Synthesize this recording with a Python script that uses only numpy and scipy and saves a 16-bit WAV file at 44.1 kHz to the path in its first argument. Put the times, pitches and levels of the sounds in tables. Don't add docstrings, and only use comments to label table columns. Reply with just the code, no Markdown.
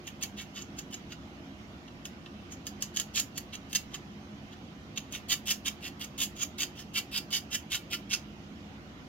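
import sys
import numpy as np
from scipy import signal
from scipy.fft import rfft, irfft, next_fast_len
from scipy.io import wavfile
from scipy.ndimage import uniform_filter1d, map_coordinates

SR = 44100
rng = np.random.default_rng(int(sys.argv[2]) if len(sys.argv) > 2 else 0)


def output_pcm(signal):
    pcm = np.clip(np.atleast_2d(signal).T, -1, 1) * 32767
    wavfile.write(sys.argv[1], SR, np.round(pcm).astype(np.int16))


N = 400415
STROKE_SAMPLES = 24576
LEFT_RIGHT = np.array([[.5], [-.5]])


def amp(db):
    return 10 ** (np.asarray(db) / 20)


def unit(x):
    return x / np.sqrt(np.mean(x ** 2) + 1e-20)


def curve(points, hz):
    freqs, values = np.transpose(points)
    return np.interp(np.log(hz + 1), np.log(freqs + 1), values)


def filtered(x, response):
    size = next_fast_len(N + SR // 2)
    return irfft(rfft(x, size) * response(np.fft.rfftfreq(size, 1 / SR)), size)[..., :N]


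def modes(table):
    return lambda hz: sum(
        (-1) ** k * amp(db) * 1j * hz * width / (pitch ** 2 - hz ** 2 + 1j * hz * width)
        for k, (pitch, width, db) in enumerate(table))


def unit_energy(response):
    scale = np.sqrt(np.mean(np.abs(response(np.linspace(0, SR / 2, num=4096))) ** 2))
    return lambda hz: response(hz) / scale


# freq_hz, correlation
ROOM_CORRELATION = [(60, 0.93), (130, 0.99), (290, 0.92), (640, 0.67), (1410, -0.37), (3100, -0.22),
                    (6820, 0.099), (15000, -0.06)]


def room_noise(response, flicker_db):
    spectra = signal.stft(rng.standard_normal((2, N)), nperseg=1024)[2]
    patches = uniform_filter1d(rng.standard_normal(spectra.shape[1:]), size=6, axis=0)
    patches = uniform_filter1d(patches, size=5, axis=1)
    noise = signal.istft(spectra * amp(flicker_db * unit(patches)), nperseg=1024)[1][:, :N]
    angle = lambda hz: np.arccos(curve(ROOM_CORRELATION, hz)) / 2
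    mid, side = filtered(noise, lambda hz: response(hz) * [np.cos(angle(hz)), np.sin(angle(hz))])
    return unit(np.array([mid + side, mid - side]))


# freq_hz, level_db
HISS_EQ = [(470, -12.5), (800, -7), (1040, -16), (1110, -8.5), (1540, -10), (1660, -14), (1880, -12),
           (2260, -13.5), (3060, -13), (3510, -18), (6570, -23.5), (8340, -39.5), (14500, -36),
           (15400, -46), (16000, -59)]


def room_hiss():
    return amp(-54.5) * room_noise(lambda hz: amp(curve(HISS_EQ, hz)), flicker_db=2.0)


# freq_hz, level_db
RUMBLE_EQ = [(20, -36), (40, -21), (56, -6), (300, -7), (400, -13.5), (800, -21), (950, -26), (1300, -50),
             (2200, -120)]
# pitch_hz, width_hz, level_db
DUCT_MODES = [(64.4, 36, -4.5), (112, 22.2, -4.5), (139.6, 25.2, -4.5), (168, 29, -3.5), (206.6, 17.5, 0),
              (278.2, 35.6, -4.5), (353, 20.7, -5.5), (474, 33, -13), (624, 30, -11.5), (718, 13, -10),
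              (756, 8.9, -11.5), (900, 7.5, -19.5), (1001, 58, -13)]


def blower():
    rumble = amp(-53) * room_noise(lambda hz: amp(curve(RUMBLE_EQ, hz)), flicker_db=1.24)
    sharpened = lambda hz: np.abs(modes(DUCT_MODES)(hz)) ** 1.735
    low_cut = lambda hz: (hz / 50) ** 4 / (1 + (hz / 50) ** 4)
    hum = amp(-48.5) * room_noise(lambda hz: sharpened(hz) * low_cut(hz), flicker_db=0.2)
    return rumble + hum


# freq_hz, left_minus_right_db
ROOM_PAN = [(60, 2), (99, -3), (160, -1.5), (270, -2), (450, 0.5), (740, -1.0), (1220, -0.5), (2010, -4),
            (3330, -8.5), (5500, -5), (9080, 0), (15000, -2)]


def room_tone():
    return filtered(blower() + room_hiss(), lambda hz: amp(LEFT_RIGHT * curve(ROOM_PAN, hz)))


# freq_hz, t60_s
BAY_DECAY = [(1000, 0.29), (3000, 0.17), (7000, 0.16), (15000, 0.17)]
# freq_hz, level_db
BAY_SEND = [(1200, -9.5), (3000, -8), (6500, -5), (12000, -4)]
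# freq_hz, correlation
BAY_CORRELATION = [(1200, 0.72), (2300, 0.9), (3200, 0.2), (4500, 0.048), (12000, 0.039)]


def bay_echo(hz, slap_t60_s=0.014, predelay_s=0.0025):
    bands_hz, t, noise = signal.stft(rng.standard_normal((2, SR // 4)), SR, nperseg=64)
    angle = np.arccos(curve(BAY_CORRELATION, bands_hz))[:, None] / 2
    mid, side = noise[0] * np.cos(angle), noise[1] * np.sin(angle)
    slap = amp(-60 * t / slap_t60_s)
    tail = amp(-12 - 60 * t / curve(BAY_DECAY, bands_hz)[:, None])
    echo = signal.istft(np.array([mid + side, mid - side]) * (slap + tail), SR, nperseg=64)[1]
    response = rfft(echo / np.linalg.norm(echo[0]), STROKE_SAMPLES)
    return amp(curve(BAY_SEND, hz)) * response * np.exp(-2j * np.pi * hz * predelay_s)


# freq_hz, left_minus_right_db
PORT_PAN = [(60, -1.0), (92, 0.0), (140, -2.5), (210, 8), (330, 1), (500, -10), (770, -17), (1170, 1.5),
            (1790, -2), (2740, -2), (4190, -6.5), (6410, -5), (9810, 3), (15000, -0.5)]
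# freq_hz, left_lead_rad
PORT_PHASE = [(1100, 1.2), (2300, -1.3), (3100, 1), (4500, 1.9), (6400, 3.5), (7700, 4.5), (9500, 7),
              (12900, 9.5), (15000, 14.5)]


def microphone_ports(hz):
    return amp(LEFT_RIGHT * curve(PORT_PAN, hz)) * np.exp(1j * LEFT_RIGHT * curve(PORT_PHASE, hz))


def tooth_slips(rate_hz, spread_db, grit, clump_db, clump_samples=400):
    slipping = rng.random(N) < rate_hz / SR
    strength = amp(spread_db * np.clip(rng.standard_normal(N), -2, 2))
    clumps = map_coordinates(rng.standard_normal(N // clump_samples + 4), [np.arange(N) / clump_samples])
    scrape = unit(slipping * strength) + grit * rng.standard_normal(N)
    return unit(scrape * amp(clump_db * clumps))


def stroke_span(bite_s, rise_s, hold_s, release_s=0.07):
    return round((bite_s - 1.05 * rise_s) * SR), round((bite_s + hold_s + release_s) * SR)


# full_bite_s, rise_s, hold_s, ring_db, swell_db, middle_db, upper_db, edge_db
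TOOTH_STROKES = [(0.069, 0.03, 0.0088, -42, 8.5, -19, -7.5, -12),
                 (0.223, 0.017, 0.013, -34.5, 3, -12, -13, -9),
                 (0.39, 0.022, 0.035, -42, -12, -19, -6.5, -12),
                 (0.563, 0.022, 0.057, -41.5, -10.5, -10.5, -8.5, -14),
                 (0.786, 0.021, 0.002, -42, 2, -6, -3, -11), (0.931, 0.024, 0.0091, -39, 0, -11, -9, -10),
                 (1.12, 0.028, 0.004, -42.5, -1, -12, -9, -14),
                 (1.881, 0.0068, 0.003, -49, -12, -15, -16, -26),
                 (2.054, 0.011, 0.002, -46.5, 0, -6, -3, -4),
                 (2.264, 0.0065, 0.0024, -44, -13, -28, -28, -27),
                 (2.522, 0.018, 0.002, -47, 2, -11, 1.5, -7.5), (2.67, 0.015, 0.002, -43, 1, -2.5, -1, -5),
                 (2.826, 0.02, 0.0018, -35.5, -2, 0.5, -10, -8), (2.967, 0.027, 0.042, -39, 0, -3, -6, -9),
                 (3.154, 0.017, 0.041, -30.5, 4, -6.5, -2.5, -7.5),
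                 (3.373, 0.026, 0.002, -40, 3.5, -1, -2, -12),
                 (3.532, 0.01, 0.012, -37.5, 3, -23, -12, -15.5),
                 (3.746, 0.049, 0.0062, -33.5, 15, -1, -6, -4.5),
                 (3.937, 0.033, 0.007, -39.5, 10.5, -13, -8.5, -15),
                 (4.526, 0.024, 0.013, -49.5, -5, -19, -15, -17),
                 (4.975, 0.016, 0.0037, -31.5, -3, -19, -12, -14),
                 (5.128, 0.019, 0.033, -37.5, 6, -17, -9, -11),
                 (5.308, 0.023, 0.027, -26, -3, -11, -9.5, -8.5),
                 (5.486, 0.029, 0.031, -26.5, 1, -6.5, -6.5, -6),
                 (5.661, 0.014, 0.023, -31, -5.5, -12, -9.5, -9.5),
                 (5.842, 0.033, 0.036, -36.5, -2.5, -11.5, -12, -12.5),
                 (6.014, 0.019, 0.029, -38, -10, -10.5, -10, -8.5),
                 (6.199, 0.02, 0.041, -29.5, -3.5, -11, -5, -5.5),
                 (6.42, 0.064, 0.016, -34, -3, -12, -6, -11.5),
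                 (6.603, 0.024, 0.025, -29, -2, -8, -6.5, -8),
                 (6.781, 0.026, 0.028, -40.5, -3, -8.5, -10.5, -12.5),
                 (6.953, 0.018, 0.033, -28.5, 1.5, -7.5, -9.5, -9.5),
                 (7.149, 0.035, 0.03, -30.5, -5, -3.5, -14, -8.5),
                 (7.33, 0.024, 0.038, -28, -2, -5.5, -7, -9),
                 (7.526, 0.022, 0.027, -30.5, 2, -10, -5.5, -10),
                 (7.72, 0.018, 0.035, -28.5, -0.5, -11, -10, -10),
                 (7.931, 0.028, 0.016, -29.5, -5, -9.5, -11.5, -11.5),
                 (8.123, 0.027, 0.016, -26, 0, -8, -11, -15.5)]
# knock_db, middle_db, upper_db, edge_db
HOLD_BRIGHTENING = [5.5, 6.5, 5, 5.5]
HEAD_START = [0, .1, .2, .35]


def tooth_strokes(rise_db=18, arch_db=1, release_db_per_s=802):
    force = np.zeros((5, N))
    slips = tooth_slips(rate_hz=650, spread_db=3, grit=.6, clump_db=1.2)
    for bite_s, rise_s, hold_s, level_db, swell_db, *offsets_db in TOOTH_STROKES:
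        start, stop = stroke_span(bite_s, rise_s, hold_s)
        t = np.arange(start, stop) / SR - bite_s
        hold_position = np.clip(t / hold_s, 0, 1) - .5
        attack_db = rise_db * np.minimum(t, 0) / rise_s
        held_db = level_db + swell_db * hold_position + arch_db * np.cos(np.pi * hold_position)
        ring_db = attack_db + held_db - release_db_per_s * np.maximum(t - hold_s, 0)
        knock_db = -14 - 0.39 * (level_db + 38)
        layers_db = ring_db + np.c_[[knock_db, *offsets_db]]
        layers_db += np.c_[HOLD_BRIGHTENING] * hold_position - np.c_[HEAD_START] * attack_db
        force[:, start:stop] += amp([ring_db, *layers_db]) * slips[start:stop]
    return force


# start_s, ring_db, upper_db, edge_db
CHIP_SNAPS = [(0.0698, -39, -19, -32), (0.2267, -23, -4, -23), (0.234, -16, -5.5, -10),
              (0.416, -31, -29, -23), (0.6226, -37, -16, -32), (0.7898, -18, -13, -20.5),
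              (0.943, -14, -11.5, -28), (1.1217, -12.5, -26, -40), (2.0541, -12.5, -18, -22),
              (2.2613, -16.5, -48, -42), (2.523, -26, -17.5, -36), (2.6682, -12, -9.5, -16),
              (2.824, -7.5, -2.5, -10), (2.963, -12, -10, -15), (2.971, -3, -2, -12),
              (2.999, -3.5, -2.5, -7), (3.159, -21, -8, -12), (3.175, -1, -11, -21), (3.1984, -6, -1.5, -4),
              (3.379, -9, -14, -8), (3.553, -14, -15, -24), (3.73, -9.5, -12, -13), (3.7507, -3.5, -3, -6),
              (3.7574, -3.5, 1.5, -8), (4.9752, -9, -14, -39), (4.53, -24, -39, -45),
              (5.1245, -22, -14, -19), (5.297, -11, -13, -32), (5.3106, -20, -18, -18),
              (5.4822, -4, -9, -18), (5.5058, -8, -9, -15), (5.518, -15, -1.5, -17), (5.661, -9, -22, -17),
              (6.045, -28, -15, -20), (6.1935, -12, -25, -27), (6.2147, -18, -12, -23),
              (6.417, -10, -18, -23), (6.4208, -23, -17, -16), (6.4314, -9, -9.5, -10),
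              (6.586, -14, -22, -24), (6.6047, -15, -7, -21), (6.955, -10, -28, -29),
              (6.9988, -11, -22, -25), (7.147, -7, -25, -24), (7.1772, -14, -8, -17),
              (7.323, -21, -27, -30), (7.363, -21, -20, -18), (7.53, -25, -22, -29), (7.72, -11, -27, -14),
              (7.7458, -1, -21, -27), (7.931, -7, -29, -32), (8.133, -7, -10.5, -20)]


def chip_snaps():
    force = np.zeros((5, N))
    for start_s, ring_db, upper_db, edge_db in CHIP_SNAPS:
        force[:, round(start_s * SR)] += amp([ring_db, ring_db - 15, ring_db - 21.5, upper_db, edge_db])
    return force


def regripped(table, spread_db, detune=0.012):
    pitch_hz, width_hz, level_db = np.transpose(table)
    shift, change = rng.standard_normal((2, len(table)))
    gripped = np.transpose([pitch_hz * (1 + detune * shift), width_hz, level_db + spread_db * change])
    return unit_energy(modes(gripped))


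# pitch_hz, width_hz, level_db
KNOCK_MODES = [(1142, 127, -5.5), (1415, 41, -0.5), (1760, 85, 1), (1920, 80, -2)]
RING_MODES = [(2320, 54, 7), (2560, 98, -16), (2734, 124, 9), (2925, 138, 15), (3090, 56, -3),
              (3620, 160, -30.5), (3746, 310, 0.5)]
MIDDLE_MODES = [(4364, 230, 1.3), (4907, 196, 8.6), (4972, 340, 6.8)]
UPPER_MODES = [(6200, 30, -10), (6830, 200, 1), (6830, 290, 2.5)]
# pitch_hz, width_hz, level_db
TICK_MODES = [(3048, 1180, 0)]
CLACK_MODES = [(5030, 870, -19), (6416, 524, 4), (7200, 540, -5)]
# freq_hz, level_db
EDGE_EQ = [(4470, -16), (7600, -5), (8640, -13), (9340, -6), (10500, -7.5), (12000, -2), (15100, -8.5),
           (16000, 2.5), (16400, -61)]


def shell_responses(hz):
    tick = unit_energy(lambda f: modes(TICK_MODES)(f) ** 2)(hz)
    clack = unit_energy(modes(CLACK_MODES))(hz)
    ring = amp(-2) * tick + amp(-3) * regripped(RING_MODES, spread_db=1.6)(hz)
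    knock = regripped(KNOCK_MODES, spread_db=1.6)(hz)
    middle = regripped(MIDDLE_MODES, spread_db=1.6)(hz)
    upper = clack + amp(-8) * regripped(UPPER_MODES, spread_db=2.5)(hz)
    edge = unit_energy(lambda f: amp(curve(EDGE_EQ, f)))(hz)
    return [ring, knock, middle, upper, edge]


def gnawing(ledge_delay_s=0.000624, preroll_samples=512):
    force = tooth_strokes() + chip_snaps()
    hz = np.fft.rfftfreq(STROKE_SAMPLES, 1 / SR)
    ports = microphone_ports(hz)
    ledge_bounce = amp(-18) * np.exp(-2j * np.pi * hz * ledge_delay_s)
    near = amp(-4) * (1 + ledge_bounce)
    mix = np.zeros((2, N + 2 * STROKE_SAMPLES))
    for stroke in TOOTH_STROKES:
        start, stop = stroke_span(*stroke[:3])
        bite = np.pad(force[:, start:stop], ((0, 0), (preroll_samples, 0)))
        shell = np.sum(rfft(bite, STROKE_SAMPLES) * shell_responses(hz), axis=0)
        mix[:, start:start + STROKE_SAMPLES] += irfft(shell * ports * (near + bay_echo(hz)))
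    return mix[:, preroll_samples:N + preroll_samples]


def scene():
    return gnawing() + room_tone()


def record(dry, rolloff_hz=15700, band_limit_hz=16600):
    return filtered(dry, lambda hz: (hz < band_limit_hz) / (1 + (hz / rolloff_hz) ** 60))


dry = scene()
out = record(dry)
output_pcm(out)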